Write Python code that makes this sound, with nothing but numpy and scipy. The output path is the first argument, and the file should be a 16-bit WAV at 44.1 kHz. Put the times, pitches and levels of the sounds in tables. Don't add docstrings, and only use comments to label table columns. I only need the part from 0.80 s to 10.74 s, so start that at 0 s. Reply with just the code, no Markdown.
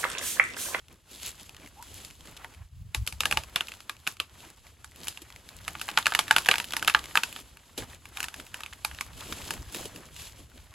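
import sys
import numpy as np
from scipy import signal
from scipy.fft import rfft, irfft, next_fast_len
from scipy.io import wavfile

SR = 44100
rng = np.random.default_rng(int(sys.argv[2]) if len(sys.argv) > 2 else 0)


def put_to_file(sound):
    columns = np.atleast_2d(sound).T
    safe = np.clip(columns, -1, 1)
    whole_steps = np.round(safe * 32767)
    wavfile.write(sys.argv[1], SR, whole_steps.astype(np.int16))


N = 438354
CUTOFF_HZ = 16000


def from_db(db):
    return 10 ** (np.asarray(db) / 20)


def rms_one(x):
    return x / np.sqrt(np.mean(x ** 2) + 1e-20)


def in_time(curve):
    return np.interp(np.arange(N) / SR, *np.transpose(curve))


def at_hz(points, hz):
    f, value = np.transpose(points)
    return np.interp(np.log(np.maximum(hz, 1)), np.log(f), value)


def bell(middle_s, length_s):
    return np.exp(-np.minimum((2 * (np.arange(N) / SR - middle_s) / length_s) ** 2, 30))


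def band(x, low_hz, high_hz):
    return signal.sosfilt(signal.butter(2, [low_hz, high_hz], "band", fs=SR, output="sos"), x)


def resonate(x, hz, width_hz):
    r = np.exp(-np.pi * width_hz / SR)
    poles = [1, -2 * r * np.cos(2 * np.pi * hz / SR), r * r]
    return signal.lfilter(np.array([1, 0, -1]) * (1 - r * r) / 2, poles, x + 1e-18)


def drift(corner_hz):
    hop, settle = 40, 2000
    r = np.exp(-2 * np.pi * corner_hz * hop / SR)
    slow = signal.lfilter([1], [1, -2 * r, r * r], rng.standard_normal(N // hop + settle + 2))[settle:]
    return np.interp(np.arange(N) / hop, np.arange(len(slow)), rms_one(slow))


# f/Hz, coherence
COHERENCE = [(30, 0.86), (300, 0.89), (3000, 0.89), (4800, 1), (6000, 0.31), (6900, 1), (13000, 1),
             (16000, .7)]

def stereo_noise(spectrum):
    size = next_fast_len(N)
    hz = np.fft.rfftfreq(size, 1 / SR)
    mid, side = rfft(rng.standard_normal((2, size)))
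    alike = np.clip(at_hz(COHERENCE, hz), 0, 1)
    pair = np.sqrt(1 + alike) * mid + np.sqrt(1 - alike) * side * [[1], [-1]]
    return rms_one(irfft(pair * from_db(at_hz(spectrum, hz)))[:, :N])


# t/s, level/dB
BREEZE = [(0.0, -59.5), (2.4, -51), (3.05, -60), (6.1, -53.5), (6.7, -57), (7.9, -55), (8.5, -48.5),
          (9.93, -53)]
# centre t/s, duration/s, level/dB
GUSTS = [(1.168, .1, -52), (1.799, 0.088, -46), (2.01, 0.15, -40.5), (2.199, 0.075, -33.5),
         (2.358, .07, -40.5), (2.543, 0.2, -41), (4.851, 0.23, -49), (7.028, 0.11, -45), (8.14, 0.072, -45),
         (8.38, 0.092, -45), (8.789, 0.077, -41.5)]
# f/Hz, level/dB
WIND_SPECTRUM = [(20, -26.5), (40, -4.5), (62, 3.5), (100, -2), (160, -12), (260, -35), (500, -51.5)]

def breeze():
    power = from_db(in_time(BREEZE)) ** 2
    power += sum((from_db(db) * bell(s, length)) ** 2 for s, length, db in GUSTS)
    return np.sqrt(power) * from_db(-1.8 + 2.65 * drift(18)) * stereo_noise(WIND_SPECTRUM)


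# t/s, level/dB
STRAIN = [(0.0, -68), (0.22, -70.5), (0.7, -63), (1.72, -64), (1.88, -75), (2.08, -70), (2.6, -57),
          (3.3, -66.5), (4.05, -67), (4.75, -59.5), (5.0, -53.5), (5.7, -51.5), (6.35, -54), (6.8, -64.5),
          (7.4, -61), (8.7, -59.5), (9.93, -64.5)]
# centre t/s, duration/s, twig level/dB, fibre level/dB, litter level/dB
SHOVES = [(0.125, 0.087, -63, -63, -62), (0.351, .13, -47.5, -79, -59.5), (0.466, 0.097, -39, -65, -58),
          (0.609, 0.12, -50.5, -68, -64), (0.833, 0.096, -57.5, -55, -58), (1.177, 0.31, -49, -77, -60.5),
          (1.485, 0.16, -56.5, -59.5, -57.5), (1.671, 0.24, -60.5, -55, -64), (2.521, .14, -47, -52, -54),
          (2.919, 0.19, -54.5, -69, -69), (3.296, 0.088, -49.5, -64, -68), (3.64, 0.2, -53, -58.5, -61.5),
          (3.88, .09, -59, -63, -64), (4.259, 0.2, -48.5, -59.5, -58.5), (6.522, 0.26, -49.5, -66, -59),
          (7.02, .08, -47.5, -49.5, -54), (7.12, 0.081, -50.5, -51.5, -56.5), (7.408, 0.13, -48, -48, -75),
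          (7.598, 0.083, -49.5, -58, -50.5), (7.786, 0.0996, -55.5, -54.5, -77),
          (8.15, 0.17, -53, -65, -68), (8.541, 0.34, -45, -52.5, -52), (8.74, .17, -46, -53, -50),
          (8.998, 0.2, -44, -53, -51), (9.2, 0.18, -57.5, -61, -54.5), (9.422, 0.16, -44.5, -75.5, -64.5),
          (9.592, 0.077, -54, -67.5, -54.5), (9.766, 0.058, -58, -73.5, -54)]

def stirring():
    strain_db = in_time(STRAIN)
    power = from_db([strain_db + 3.5, strain_db, strain_db - 5]) ** 2
    for s, length, *levels_db in SHOVES:
        power += np.outer(from_db(levels_db), bell(s, length)) ** 2
    return 10 * np.log10(power)


def grains(spectrum, per_s, spread_db, low_hz, high_hz, q, modes=14):
    chance, clumps = rng.random(N), from_db(4 * drift(18))
    sizes = from_db(spread_db * np.minimum(rng.exponential(1, N), 3.5)) * rng.choice([-1, 1], N)
    pitch = rng.random(N) * modes
    at = np.flatnonzero(chance < per_s * clumps / SR)
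    out = np.zeros((2, N))
    for k, hz in enumerate(np.geomspace(low_hz, high_hz, modes)):
        clicks = np.zeros(N)
        clicks[at] = sizes[at] * np.exp(-((pitch[at] - k) / 6) ** 2)
        clicks[at] *= rng.normal(0.52, 1.0, len(at))
        pan = from_db(rng.normal(0, 1) * np.array([[1], [-1]]))
        out += from_db(at_hz(spectrum, hz)) * pan * resonate(clicks, hz, hz / q)
    return rms_one(out)


# f/Hz, level/dB
TWIG_SPECTRUM = [(400, -10.5), (1000, -4.5), (2000, -5), (3000, 3), (4300, -0.5), (5600, -2.5), (8500, 0),
                 (11500, -2.5), (14000, -10), (16000, -31)]
FIBRE_SPECTRUM = [(400, -10.5), (650, 2), (900, 5.5), (1400, 3), (2000, 1.5), (2800, -2.5), (5000, -24.5)]
LITTER_SPECTRUM = [(100, -3), (170, 3), (280, 3.5), (420, -1), (650, -4), (1200, -32)]

def rustle(twig_db, fibre_db, litter_db):
    busy = from_db(.8 * (twig_db + 54))
    ticks = grains(TWIG_SPECTRUM, per_s=600 * busy, spread_db=12.5, low_hz=1570, high_hz=16000, q=6.2)
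    swish = stereo_noise(TWIG_SPECTRUM) * from_db(1.6 * drift(22))
    twigs = from_db(-6.5) * ticks + from_db(-0.5) * swish
    creaks = grains(FIBRE_SPECTRUM, per_s=200 * busy, spread_db=5.5, low_hz=618, high_hz=3820, q=13)
    rubbing = stereo_noise(FIBRE_SPECTRUM) * from_db(3.8 * drift(27))
    fibres = from_db(-3.5) * creaks + from_db(-3) * rubbing
    litter = from_db(1.5) * stereo_noise(LITTER_SPECTRUM) * from_db(2.9 * drift(27))
    return from_db(twig_db) * twigs + from_db(fibre_db) * fibres + from_db(litter_db) * litter


# t/s, duration/s, start f/Hz, end f/Hz, level/dB
SQUEAKS = [(0.786, 0.073, 2710, 2220, -58), (0.954, 0.087, 751, 1020, -46.5)]

def squeaks():
    out, waver, stutter = np.zeros(N), drift(120), from_db(4.5 * drift(150))
    for s, length, start_hz, end_hz, db in SQUEAKS:
        at, progress = int(s * SR), np.linspace(0, 1, int(length * SR))
        span = slice(at, at + len(progress))
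        hz = (start_hz + (end_hz - start_hz) * progress) * (1 + 0.055 * waver[span])
        swell = from_db(db) * np.sin(np.pi * progress ** 1.27)
        out[span] += swell * np.sin(2 * np.pi * np.cumsum(hz) / SR)
    return out * stutter


# t/s, level/dB, T60/s
STEPS = [(0.316, -50.5, 0.072), (1.454, -48, .06), (4.418, -40, 0.054), (6.977, -30.5, 0.12),
         (8.948, -41, 0.18), (9.054, -32.5, 0.044)]

def steps():
    t, press = np.arange(N) / SR, np.zeros(N)
    for s, db, t60 in STEPS:
        age = np.maximum(t - s, 0)
        press += from_db(db - 60 * age / t60) * (1 - np.exp(-age / 0.00062))
    thump = rms_one(band(rng.standard_normal(N), 255, 490))
    return press * (from_db(-2) * thump + stereo_noise(TWIG_SPECTRUM))


def fracture(t, slip_s, scatter_db, brush_db, brush_t60):
    slips = rng.standard_normal(len(t)) * (rng.random(len(t)) < .12) * .5 * np.exp(-t / slip_s)
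    slips[0] = 1
    returns = from_db(scatter_db - 60 * t / 0.016) + from_db(brush_db - 60 * t / brush_t60)
    mid, side = rng.standard_normal((2, len(t)))
    diffuse = (mid + 0.49 * side * [[1], [-1]]) * returns * (1 - np.exp(-t / 0.0012))
    return slips / np.linalg.norm(slips) + diffuse


def struck_level(x, db):
    return x * from_db(db) / np.sqrt(np.mean(x[:, :int(.006 * SR)] ** 2) + 1e-20)


# f/Hz, level/dB
SPLINTER_SPECTRUM = [(2500, -9.5), (4000, -0.5), (5000, 0.5), (6400, -1.5), (8500, -0.5), (11500, -1.5),
                     (14000, -13), (16000, -26)]

def splinter(force, size=512):
    magnitude = from_db(at_hz(SPLINTER_SPECTRUM, np.fft.rfftfreq(size, 1 / SR)))
    cepstrum = irfft(np.log(magnitude))
    cepstrum[1:size // 2] *= 2
    cepstrum[size // 2 + 1:] = 0
    response = irfft(np.exp(rfft(cepstrum)))
    return signal.fftconvolve(force, response[None])[:, :force.shape[1]]


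# f/Hz, bandwidth/Hz, level/dB
WOOD_MODES = [(764, 67, -10.5), (901, 40, 0), (1244, 160, 0.5), (1475, 172, 3), (1670, 110, 1),
              (2530, 150, -0.5), (2586, 660, 8.5), (2890, 510, 3.5), (3540, 400, -6)]

def wood_modes(force, tuning, spread_db):
    return [from_db(db + rng.normal(0, spread_db)) * resonate(force, hz * tuning, width)
            for hz, width, db in WOOD_MODES]


def small_snaps(per_s=14, middling_load_db=-57):
    t = np.arange(int(.05 * SR)) / SR
    out = np.zeros((2, N + len(t)))
    strain_db = in_time(STRAIN)
    rate = per_s * from_db(1.1 * (strain_db - middling_load_db))
    for at in np.flatnonzero(rng.random(N) < rate / SR):
        force = fracture(t, slip_s=0.0016, scatter_db=-28, brush_db=-46, brush_t60=0.089)
        tuning = np.exp(np.clip(rng.normal(0, 0.17), -.5, .5))
        body = sum(wood_modes(force, tuning, spread_db=3.6))
        db = strain_db[at] + 13 + 3 * np.clip(rng.standard_normal(), -2, 2)
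        out[:, at:at + len(t)] += struck_level(body, db) + struck_level(splinter(force), db - 6)
    return out[:, :N]


def stem_ring(t, db, tilt_db, split_hz=2000):
    force = fracture(t, slip_s=0.0011, scatter_db=-29.5, brush_db=-42, brush_t60=0.15)
    tuning = np.exp(rng.normal(0, 0.038))
    modes = wood_modes(force, tuning, spread_db=2.95)
    lower = sum(mode for mode, (hz, _, _) in zip(modes, WOOD_MODES) if hz < split_hz)
    upper = sum(mode for mode, (hz, _, _) in zip(modes, WOOD_MODES) if hz >= split_hz)
    lower, upper = band(lower, 610, 2230), band(upper, 1320, 5200)
    lower_db = db - 10 * np.log10(1 + from_db(tilt_db) ** 2)
    return struck_level(lower, lower_db) + struck_level(upper, lower_db + tilt_db)


def trunk_after_sound(t, db, break_s):
    thud_db = db - 16 - 1.8 * break_s
    swell = (1 - np.exp(-t / 0.00064)) * from_db(thud_db - 60 * t / 0.098)
    thud = swell * rms_one(band(rng.standard_normal(len(t)), 66, 630))
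    hollow_hz = 1050 * np.exp(rng.normal(0, 0.24))
    hollow = rms_one(resonate(rng.standard_normal(len(t)), hollow_hz, width_hz=170))
    return thud + from_db(db - 18.5 - 60 * t / 0.14) * hollow


# t/s, level/dB, upper over lower modes/dB, relative splinter level/dB
HINGE_BREAKS = [(0.4753, -45, 16, 2), (1.0259, -50, -4, 6.5), (1.2487, -50.5, 12.5, 9.5),
                (1.6457, -37.5, -4.5, -10.5), (2.1474, -26, 7, -1.5), (2.2662, -50, 2, 12.5),
                (2.2753, -29, 11, 1.5), (2.3252, -40, 8.5, 1), (2.406, -23, 8.5, -2), (2.4346, -30, 0, -10),
                (2.4558, -20, 2, -5.5), (2.5122, -24, 5.5, -4.5), (2.5249, -20.5, 4.5, -8.5),
                (2.5727, -20, 4, -9.5), (2.7599, -21, 5.5, -6.5), (2.8081, -23.5, 7.5, -12),
                (2.8844, -38.5, 11, -5.5), (2.919, -39, 6.5, -7), (3.0958, -29.5, 0.5, -7),
                (3.268, -31, 2.5, -10), (3.2743, -23.5, 4, -4), (3.4006, -23, 8.5, -10),
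                (4.0449, -45, -8.5, 2), (4.2714, -39, 6, 1.5), (4.283, -36, 17.5, 7.5),
                (4.3741, -39.5, 10.5, -7), (4.8799, -28, 0, -5), (4.9527, -34.5, -2.5, -17.5),
                (5.0146, -31.5, 2, -1.5), (5.0884, -28.5, -0.5, -11.5), (5.175, -14, -.5, -15),
                (5.1866, -26, -7, -2.5), (5.2582, -22.5, 5, -10.5), (5.2672, -15.5, -2, -8.5),
                (5.322, -26, -6, -16), (5.3498, -18, 1.5, -6), (5.3912, -17.5, 1.5, -4),
                (5.4809, -34, 0, -5), (5.5102, -10.5, -4, -12), (5.564, -14, 1.5, -9), (5.5833, -23, 2, -2),
                (5.6603, -28.5, 2.5, -5.5), (5.6877, -11.5, 0, -11), (5.7133, -14, 7.5, -9.5),
                (5.74, -21.5, -0.5, -14), (5.7568, -27, 3.5, -6), (5.7826, -29, 7, -0.5),
                (5.8005, -26.5, 3.5, -6.5), (5.9357, -27.5, 0.5, -6.5), (5.967, -27, 0, 0),
                (6.0265, -26.5, -3.5, -6.5), (6.077, -20, 4, -2), (6.081, -16.5, -1.5, -12.5),
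                (6.0979, -21.5, 2.5, -8.5), (6.1481, -9.5, -5, -25), (6.355, -17.5, -7, -9.5),
                (6.3735, -14, 2.5, -12.5), (6.4348, -22.5, 3.5, -4), (6.5626, -36.5, 3, -14),
                (7.2554, -43, 4.5, -4.5), (7.372, -33, 5, -5), (7.4041, -30.5, 1.5, -1.5),
                (7.4297, -33, 8, 1), (7.4418, -32, 0, -3), (7.4843, -37, 2, -2), (7.5418, -38.5, 1, -3),
                (7.5997, -41, -0.5, -3), (7.7433, -33.5, 1.5, -5), (7.8062, -40, -3, -4.5),
                (7.835, -35.5, 7, -8), (7.8621, -37.5, 9, -8), (7.927, -44, -3, -16), (8.0489, -25, 2, -1),
                (8.113, -40, -2, -11), (8.1872, -39, -1, -24), (8.21, -29, 4.5, -2.5),
                (8.5249, -33.5, -1, -2.5), (8.7072, -29, .5, -0.5), (8.9467, -36, 3, 0),
                (9.1608, -44.5, 6, -0.5)]

def cracks():
    t = np.arange(int(.4 * SR)) / SR
    out = np.zeros((2, N + len(t)))
    for s, db, tilt_db, snap_db in HINGE_BREAKS:
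        body = stem_ring(t, db, tilt_db) * from_db([[-.5], [.3]])
        tear = fracture(t, slip_s=0.0016, scatter_db=-26, brush_db=-34.5, brush_t60=0.15)
        snap = struck_level(splinter(tear), db + snap_db)
        crack = from_db(1.5) * body + from_db(0.4) * snap
        at = int(s * SR)
        out[:, at:at + len(t)] += crack + trunk_after_sound(t, db, s)
        for lead_s, lead_db in ((.001, -13.5), (.004, -31)):
            start = at - int(rng.uniform(0.72, 1.5) * lead_s * SR)
            out[:, start:start + len(t)] += from_db(lead_db) * crack
    return out[:, :N]


def scene():
    return cracks() + small_snaps() + steps() + rustle(*stirring()) + squeaks() + breeze()


# f/Hz, left over right level/dB
BALANCE = [(100, 0.5), (700, -1.5), (1300, -1), (3000, 0), (4500, .5), (5700, 3.5), (7200, 0.5), (9000, 0)]
# f/Hz, lead of the left/rad
PHASE_LEAD = [(0, 0), (900, -.3), (1900, -.25), (3000, 0), (4700, -.15), (5900, -1.8), (6400, 0),
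              (7400, -.2), (9000, -3.14), (11000, -6.2), (11600, -6.5), (13100, -9.42), (14800, -12.5)]

def record(dry):
    size = next_fast_len(N + 2048)
    hz, sides = np.fft.rfftfreq(size, 1 / SR), np.array([[.5], [-.5]])
    balance = from_db(sides * at_hz(BALANCE, hz))
    balance /= np.sqrt(np.mean(balance ** 2, axis=0))
    turn = np.exp(1j * sides * np.interp(hz, *np.transpose(PHASE_LEAD)))
    pair = irfft(rfft(dry, size) * balance * turn, size)[:, :N]
    rounded = 1.1 * np.tanh(pair / 1.1)
    return signal.sosfilt(signal.ellip(10, .1, 80, CUTOFF_HZ, fs=SR, output="sos"), rounded)


dry = scene()
out = record(dry)
put_to_file(out)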